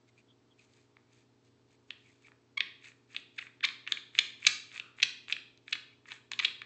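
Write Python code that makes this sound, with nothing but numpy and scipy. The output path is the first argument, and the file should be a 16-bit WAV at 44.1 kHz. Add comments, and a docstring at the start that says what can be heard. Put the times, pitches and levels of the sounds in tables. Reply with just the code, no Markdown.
"""A wooden nut on a wooden bolt, close by in a hard-walled room where a mains appliance hums faintly.
First the nut is turned slowly: skin brushes it, the thread squeaks, and there is an odd light knock.
From about 2.6 s it is flicked along, some three times a second. The thread rubs, chirps as it binds,
and the loose nut knocks across its play in quick clusters, each knock jolting the holding hand.
The hardest lands near 4.5 s; the flicks carry on to the end."""
import sys
import numpy as np
from scipy import signal
from scipy.fft import rfft, irfft, next_fast_len
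from scipy.io import wavfile
from scipy.ndimage import uniform_filter1d, minimum_filter1d

SR = 44100
rng = np.random.default_rng(int(sys.argv[2]) if len(sys.argv) > 2 else 0)


def generate_wav(sig):
    """Save sig (samples, or channels by samples) to the path in sys.argv[1] as 16-bit PCM at SR."""
    pcm = np.round(np.clip(np.atleast_2d(sig).T, -1, 1) * 32767).astype(np.int16)
    wavfile.write(sys.argv[1], SR, pcm)


N = 293265
T = np.arange(N) / SR

# colour of the room tone: freq_hz, gain_db
AIR_COLOUR = [(15, -47.5), (25, -13), (64, -11), (101, -1), (172, -8), (254, -4), (421, -7.5), (576, -12.5),
              (635, -14.5), (934, -11), (1000, -14), (1340, -15.5), (1710, -19), (4270, -20.5), (8000, -28),
              (10400, -74), (17600, -120)]
# partials of the appliance hum: pitch_hz, level_db (rms, before the trim)
HUM_PARTIALS = [(120, -73), (238, -79.5), (273, -76.5), (294, -81), (355, -78), (415, -77.5), (474, -83.5),
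                (635, -86)]
# colour of the reverb tail: freq_hz, gain_db
TAIL_COLOUR = [(300, 7), (1200, 6.5), (2500, -1.5), (4000, 2.2), (5500, -1), (8000, 5.5)]
# decay of the reverb tail: freq_hz, t60_s
TAIL_DECAY = [(300, 0.56), (1300, 0.45), (3500, 0.5), (8000, 0.42)]
# colour of skin sliding on wood: freq_hz, gain_db
SKIN_COLOUR = [(600, -7.5), (1300, -12), (2400, -3.5), (3600, 2), (4600, 1.5), (5600, -6), (6800, 1.5),
               (8000, -5)]
# modes of the hand-damped nut and bolt: pitch_hz, width_hz, gain_db
WOOD_MODES = [(1220, 490, -7.5), (1830, 250, -6.5), (2423, 430, 3.5), (3580, 900, 1), (4860, 650, -19),
              (6440, 660, -3.5), (7550, 750, -21.5)]
# narrow modes that ring on faintly: pitch_hz, width_hz, gain_db
RING_MODES = [(1670, 14, 1), (2216, 6.7, -9), (2610, 26, -14), (3300, 11, -12), (3570, 60, -2.5),
              (3940, 12, -9), (4000, 35, -8), (6294, 150, 2)]
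# dry squeaks of the turning nut: middle_s, length_s, pitch_hz, level_db
THREAD_SQUEAKS = [(0.095, 0.014, 2120, -71), (0.192, 0.033, 2460, -68), (0.306, 0.037, 3310, -68.5),
                  (0.518, 0.027, 3300, -72), (0.599, 0.018, 2600, -63.5), (2.071, 0.034, 2350, -65),
                  (2.1, 0.024, 2100, -67), (2.258, 0.028, 2330, -64), (2.858, 0.01, 2120, -54),
                  (2.883, 0.014, 2540, -57), (3.418, .014, 2700, -43.5), (4.765, 0.039, 2560, -56),
                  (4.854, 0.19, 1305, -64.5), (5.91, .06, 2318, -67), (6.085, 0.012, 1940, -54)]
# finger strokes, slow turns and then flicks: middle_s, length_s, hiss_db
FINGER_STROKES = [(0.088, 0.025, -73), (0.19, 0.04, -72.5), (.619, 0.064, -69.5), (0.763, 0.14, -72.5),
                  (1.167, 0.12, -72), (1.469, 0.051, -74), (1.722, 0.056, -73), (1.907, 0.047, -72),
                  (2.098, 0.17, -73.5), (2.257, .061, -68), (2.868, 0.067, -59.5), (3.152, 0.087, -62),
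                  (3.413, 0.092, -62.5), (3.909, 0.034, -55), (4.175, 0.05, -57.5), (4.483, 0.1, -53),
                  (4.756, 0.062, -55), (5.017, 0.068, -60), (5.314, 0.045, -52.5), (5.706, 0.059, -62.5),
                  (6.122, 0.075, -57), (6.326, 0.02, -59), (6.436, 0.038, -53)]
# stick-slip chirps of the binding thread: start_s, length_s, first_slips_per_s, last_slips_per_s, peak_db
THREAD_CHIRPS = [(2.5689, 0.013, 1160, 1030, -20), (3.375, .02, 1100, 600, -25.5),
                 (3.624, 0.029, 2250, 720, -17), (6.387, 0.018, 1870, 850, -18.5)]
# the nut landing across its play: time_s, peak_db, low_edge_hz, bright_edge_hz, first_rebound_drop_db
NUT_KNOCKS = [(0.9691, -44, 800, 3000, 36), (1.9068, -22.5, 2220, 3240, 29), (2.27, -47.5, 2020, 2360, 10),
              (2.2839, -44.5, 800, 2270, 15), (2.3194, -46.5, 800, 2200, 14),
              (2.6068, -9.5, 2300, 2860, 13.4), (2.844, -40, 2270, 2630, 14), (2.919, -46, 1800, 2400, 13),
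              (3.148, -33, 1940, 2400, 5), (3.1651, -17.5, 2600, 2920, 15.5),
              (3.4262, -35, 1460, 2260, 7.8), (3.4689, -37, 1800, 2300, 8.9),
              (3.6082, -35.6, 1840, 2400, 15), (3.6486, -10, 2330, 3964, 3.7),
              (3.6885, -22, 2200, 2790, 14), (3.8671, -35, 2000, 2380, 8.6),
              (3.8761, -21.5, 1900, 2800, 9.3), (3.9225, -9, 2500, 3300, 17),
              (3.9724, -26.5, 1990, 3100, 4.8), (4.1522, -26.5, 1800, 3200, 24),
              (4.1816, -23.5, 2000, 2400, 6), (4.1895, -3, 2800, 3900, 7.6), (4.4289, -34, 2000, 2380, 14),
              (4.4514, -19.5, 2440, 2800, 25), (4.4681, 0, 2500, 5000, 4.3),
              (4.7172, -37.5, 2000, 2600, 14), (4.7783, -27, 2000, 3000, 15), (4.799, -21, 2470, 3500, 14),
              (4.987, -37, 810, 2400, 14), (5.0019, -28.5, 1740, 2800, 5), (5.0216, -24, 2900, 3700, 12),
              (5.029, -5.5, 2315, 4400, 1), (5.2836, -29.5, 800, 3440, 25),
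              (5.3255, -11.5, 2690, 3800, 7.7), (5.3665, -27.5, 1390, 3700, 12),
              (5.5758, -46.5, 1590, 5400, 16), (5.6808, -31, 2000, 2700, 12),
              (5.7262, -21.5, 2170, 3200, 4.4), (5.7289, -15, 2660, 3800, 1.9),
              (5.7543, -26.5, 1200, 3600, 6.5), (6.057, -44, 1175, 2100, 6),
              (6.086, -44.5, 1416, 1950, 5.8), (6.1193, -25.5, 800, 3570, 9.1),
              (6.3172, -21.5, 883, 5500, 8), (6.335, -22.5, 1910, 3880, 14), (6.3918, -15, 2400, 3720, 7.6),
              (6.4265, -24.5, 1590, 2340, 11), (6.435, -30, 1600, 3150, 4), (6.4477, -14.5, 1700, 4700, 18),
              (6.4499, -9, 2980, 3300, 3), (6.4826, -25, 2400, 2850, 10), (6.6186, -26, 1270, 3360, 12)]

FIRM_HISS_DB = -54.5   # skin hiss of a firm stroke; thread rub and rattle are scaled from it


def from_db(db):
    """Decibels to gain."""
    return 10 ** (np.asarray(db) / 20)


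def unit_rms(x):
    """Scale to an rms of 1."""
    return x / np.sqrt(np.mean(x ** 2) + 1e-20)


def at_hz(curve, hz):
    """Read a curve on a log-frequency axis."""
    freqs, values = np.transpose(curve)
    return np.interp(np.log(np.maximum(hz, 1)), np.log(freqs), values)


def butter(x, hz, kind, order=2):
    """Causal Butterworth filter."""
    return signal.sosfilt(signal.butter(order, hz, kind, fs=SR, output="sos"), x + 1e-18)


def noise(colour):
    """Noise of a given colour, rms 1."""
    size = next_fast_len(N)
    gain = from_db(at_hz(colour, np.fft.rfftfreq(size, 1 / SR)))
    return unit_rms(irfft(rfft(rng.standard_normal(size)) * gain, size)[:N])


def resonate(x, hz, width_hz):
    """One resonance with unit gain at its peak."""
    r = np.exp(-np.pi * width_hz / SR)
    feedback = [1, -2 * r * np.cos(2 * np.pi * hz / SR), r * r]
    return signal.lfilter([(1 - r * r) / 2, 0, (r * r - 1) / 2], feedback, x + 1e-18)


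def swell(middle_s, length_s):
    """A smooth rise and fall, length_s wide at half height."""
    return np.cos(np.pi / 2 * np.clip((T - middle_s) / length_s, -1, 1)) ** 2


def grains(per_s, spread_db):
    """A random spray of tiny clicks of uneven size."""
    clicks = (rng.random(N) < per_s / SR) * rng.choice([-1, 1], N)
    return clicks * from_db(spread_db * np.minimum(rng.exponential(1, N), 3))


def background(air_db=-72.5, hum_trim_db=-1, waver=0.045):
    """The bed: room tone and a mains hum whose partials waver slightly in level."""
    hum = 0
    for hz, db in HUM_PARTIALS:
        wander = np.interp(T, np.linspace(0, T[-1], 30), rng.normal(size=30))
        partial = np.sqrt(2) * np.sin(2 * np.pi * (hz * T + rng.random()))
        hum += from_db(db) * (1 + waver * wander) * partial
    return from_db(hum_trim_db) * hum + from_db(air_db) * noise(AIR_COLOUR)


def room(x, tail_db=-8, build_s=0.0011, early_db=-26):
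    """Early reflections off the table and near walls, then a diffuse tail of about half a second."""
    t = T[:SR]
    edges_hz = np.geomspace(75, 10000, 16)
    tail = np.zeros(SR)
    for low, high in zip(edges_hz, edges_hz[1:]):
        hz = np.sqrt(low * high)
        decay = from_db(at_hz(TAIL_COLOUR, hz) - 60 * t / at_hz(TAIL_DECAY, hz))
        tail += decay * butter(rng.standard_normal(SR), [low, high], "band", order=3)
    tail *= 1 - np.exp(-(t / build_s) ** 2)
    response = from_db(tail_db) * tail / np.sqrt(2 * np.sum(tail ** 2))
    early_s = rng.uniform(.002, .014, size=4)
    response[(early_s * SR).astype(int)] += from_db(early_db) * rng.choice([-1, 1], size=4)
    return signal.fftconvolve(x, response)[:N]


def after_ring(nut, send_db=-5):
    """The wood's narrow modes ring on faintly after each contact."""
    return from_db(send_db) * sum(from_db(db) * resonate(nut, hz, width) for hz, width, db in RING_MODES)


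def wood(force, low_hz, bright_hz, vary_db=0, detune=0, radiate_hz=740):
    """A force rings the wood within the band the contact excites; so small a body radiates no bass."""
    modes = 0
    for hz, width, db in WOOD_MODES:
        gain = from_db(db + vary_db * rng.normal())
        modes += gain * resonate(force, hz * (1 + detune * rng.normal()), width)
    contact = butter(butter(modes, bright_hz, "low", order=4), low_hz, "high", order=3)
    return butter(contact, radiate_hz, "high", order=4)


def taps(force, low_hz, bright_hz):
    """The wood rung so that a unit click peaks at 1."""
    rung = wood(force, low_hz, bright_hz)
    unit_click = wood(signal.unit_impulse(SR // 10), low_hz, bright_hz)
    return rung / np.abs(unit_click).max()


def squeaks(width_hz=310):
    """Light friction: a spray of slips briefly rings one narrow band."""
    slips = grains(per_s=1200, spread_db=1)
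    out = np.zeros(N)
    for middle_s, length_s, hz, db in THREAD_SQUEAKS:
        band = resonate(resonate(slips, hz, width_hz), hz, width_hz)
        out += from_db(db) * swell(middle_s, length_s) * unit_rms(band)
    return out


def rubbing(firm_rub_db=-52.5, rub_slope=1.28, skin_grit=0.45):
    """Skin hisses unevenly on the nut; fibres catch in the thread, a rub that grows faster with pressure."""
    hiss_level, rub_level = np.zeros(N), np.zeros(N)
    for middle_s, length_s, hiss_db in FINGER_STROKES:
        stroke = swell(middle_s, length_s)
        hiss_level += from_db(hiss_db) * stroke
        rub_level += from_db(firm_rub_db + rub_slope * (hiss_db - FIRM_HISS_DB)) * stroke
    flutter = unit_rms(butter(rng.standard_normal(N), 120, "low"))
    hiss = unit_rms(np.exp(skin_grit * flutter)) * noise(SKIN_COLOUR)
    rub = unit_rms(wood(grains(per_s=900, spread_db=-3.5), low_hz=1500, bright_hz=2600))
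    return hiss_level * hiss + rub_level * rub


def rattle(firm_tick_db=-36, tick_slope=2.3):
    """During each stroke the loose nut ticks against the thread, much harder under a firmer finger."""
    push = sum(from_db(firm_tick_db + tick_slope * (hiss_db - FIRM_HISS_DB)) * swell(middle_s, length_s)
               for middle_s, length_s, hiss_db in FINGER_STROKES)
    return taps(push * grains(per_s=60, spread_db=2), low_hz=1700, bright_hz=2500)


def chirps(low_hz=1850, bright_hz=3600, soft_hz=2400, jitter=0.057, hard_db=-24, skew=2.22):
    """As the thread binds, slips come slower, harder and brighter, until it lets go."""
    force = np.zeros(N)
    for start_s, length_s, first_rate, last_rate, db in THREAD_CHIRPS:
        progress = 0
        for chance in rng.normal(size=80):
            if progress < 1:
                grip = np.sin(np.pi * progress ** skew)   # builds slowly, lets go fast
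                force[int((start_s + progress * length_s) * SR)] += from_db(db) * grip
                slips_per_s = first_rate * (last_rate / first_rate) ** progress
                progress += np.exp(jitter * chance) / (length_s * slips_per_s)
    hardness = force / (force + from_db(hard_db))
    return taps(force * hardness, low_hz, bright_hz) + taps(force * (1 - hardness), low_hz, soft_hz)


def jolts(gain_db, slope):
    """One click per knock, growing by slope dB for each dB of the knock."""
    force = np.zeros(N)
    for time_s, db, *_ in NUT_KNOCKS:
        force[int(time_s * SR)] += from_db(slope * db + gain_db)
    return force


def hand_thuds(band_hz=(70, 380)):
    """Each knock jolts the holding hand; flesh gives, so the low thud grows less than the knock."""
    return butter(jolts(gain_db=-17, slope=0.48), band_hz, "band")


def bolt_body(pitch_hz=853, width_hz=350):
    """The bolt's low, hollow note under each knock."""
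    return resonate(resonate(jolts(gain_db=-6, slope=0.9), pitch_hz, width_hz), pitch_hz, width_hz)


def contacts(rebounds=3, gap_s=0.0019, scatter=0.3, loss_db=2.5):
    """Each knock is a landing followed by quick, uneven, fading rebounds."""
    all_gaps_s = gap_s * np.exp(scatter * rng.normal(size=(len(NUT_KNOCKS), rebounds)))
    for (time_s, db, low_hz, bright_hz, drop_db), gaps_s in zip(NUT_KNOCKS, all_gaps_s):
        yield time_s, db, low_hz, bright_hz
        for k, delay_s in enumerate(np.cumsum(gaps_s)):
            yield time_s + delay_s, db - drop_db - k * loss_db, low_hz, bright_hz


def knocks(scuff_db=-24, scuff_s=0.0013):
    """The nut scuffs along the thread and lands, at another spot each time, so its modes vary."""
    size = 1400   # samples per contact, with the landing in the middle
    before_s = (size // 2 - np.arange(size)) / SR
    scuff = from_db(scuff_db) * np.exp(-np.abs(before_s) / scuff_s) * (before_s > 0)
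    out = np.zeros(N + size)
    for time_s, db, low_hz, bright_hz in contacts():
        force = signal.unit_impulse(size, "mid") + scuff * rng.standard_normal(size)
        knock = wood(force, low_hz, bright_hz, vary_db=4.0, detune=0.052)
        envelope = np.abs(signal.hilbert(knock))
        start = int(time_s * SR) - np.argmax(envelope)   # the peak lands on the cue
        out[start:start + size] += from_db(db) * knock / envelope.max()
    return out[:N]


def scene(thud_send_db=12):
    """Mono mix: the nut up front, its ring and reverb behind, the squeaks dry, all over the bed."""
    nut = knocks() + bolt_body() + chirps() + rubbing() + rattle()
    thuds = hand_thuds()
    reverb = room(nut + from_db(thud_send_db) * thuds)
    return (nut + thuds + after_ring(nut) + reverb + squeaks() + background())[None]


def record(dry, ceiling=0.8, window_samples=131, low_cut_hz=36, high_cut_hz=8150):
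    """Master chain: a fast limiter holds the hardest peak, then a low cut and a steep high cut."""
    allowed = ceiling / np.maximum(np.abs(dry), ceiling)
    gain = uniform_filter1d(minimum_filter1d(allowed, window_samples), window_samples)
    high_cut = signal.ellip(10, .2, 70, high_cut_hz, fs=SR, output="sos")
    return signal.sosfilt(high_cut, butter(dry * gain, low_cut_hz, "high"))


dry = scene()
out = record(dry)
generate_wav(out)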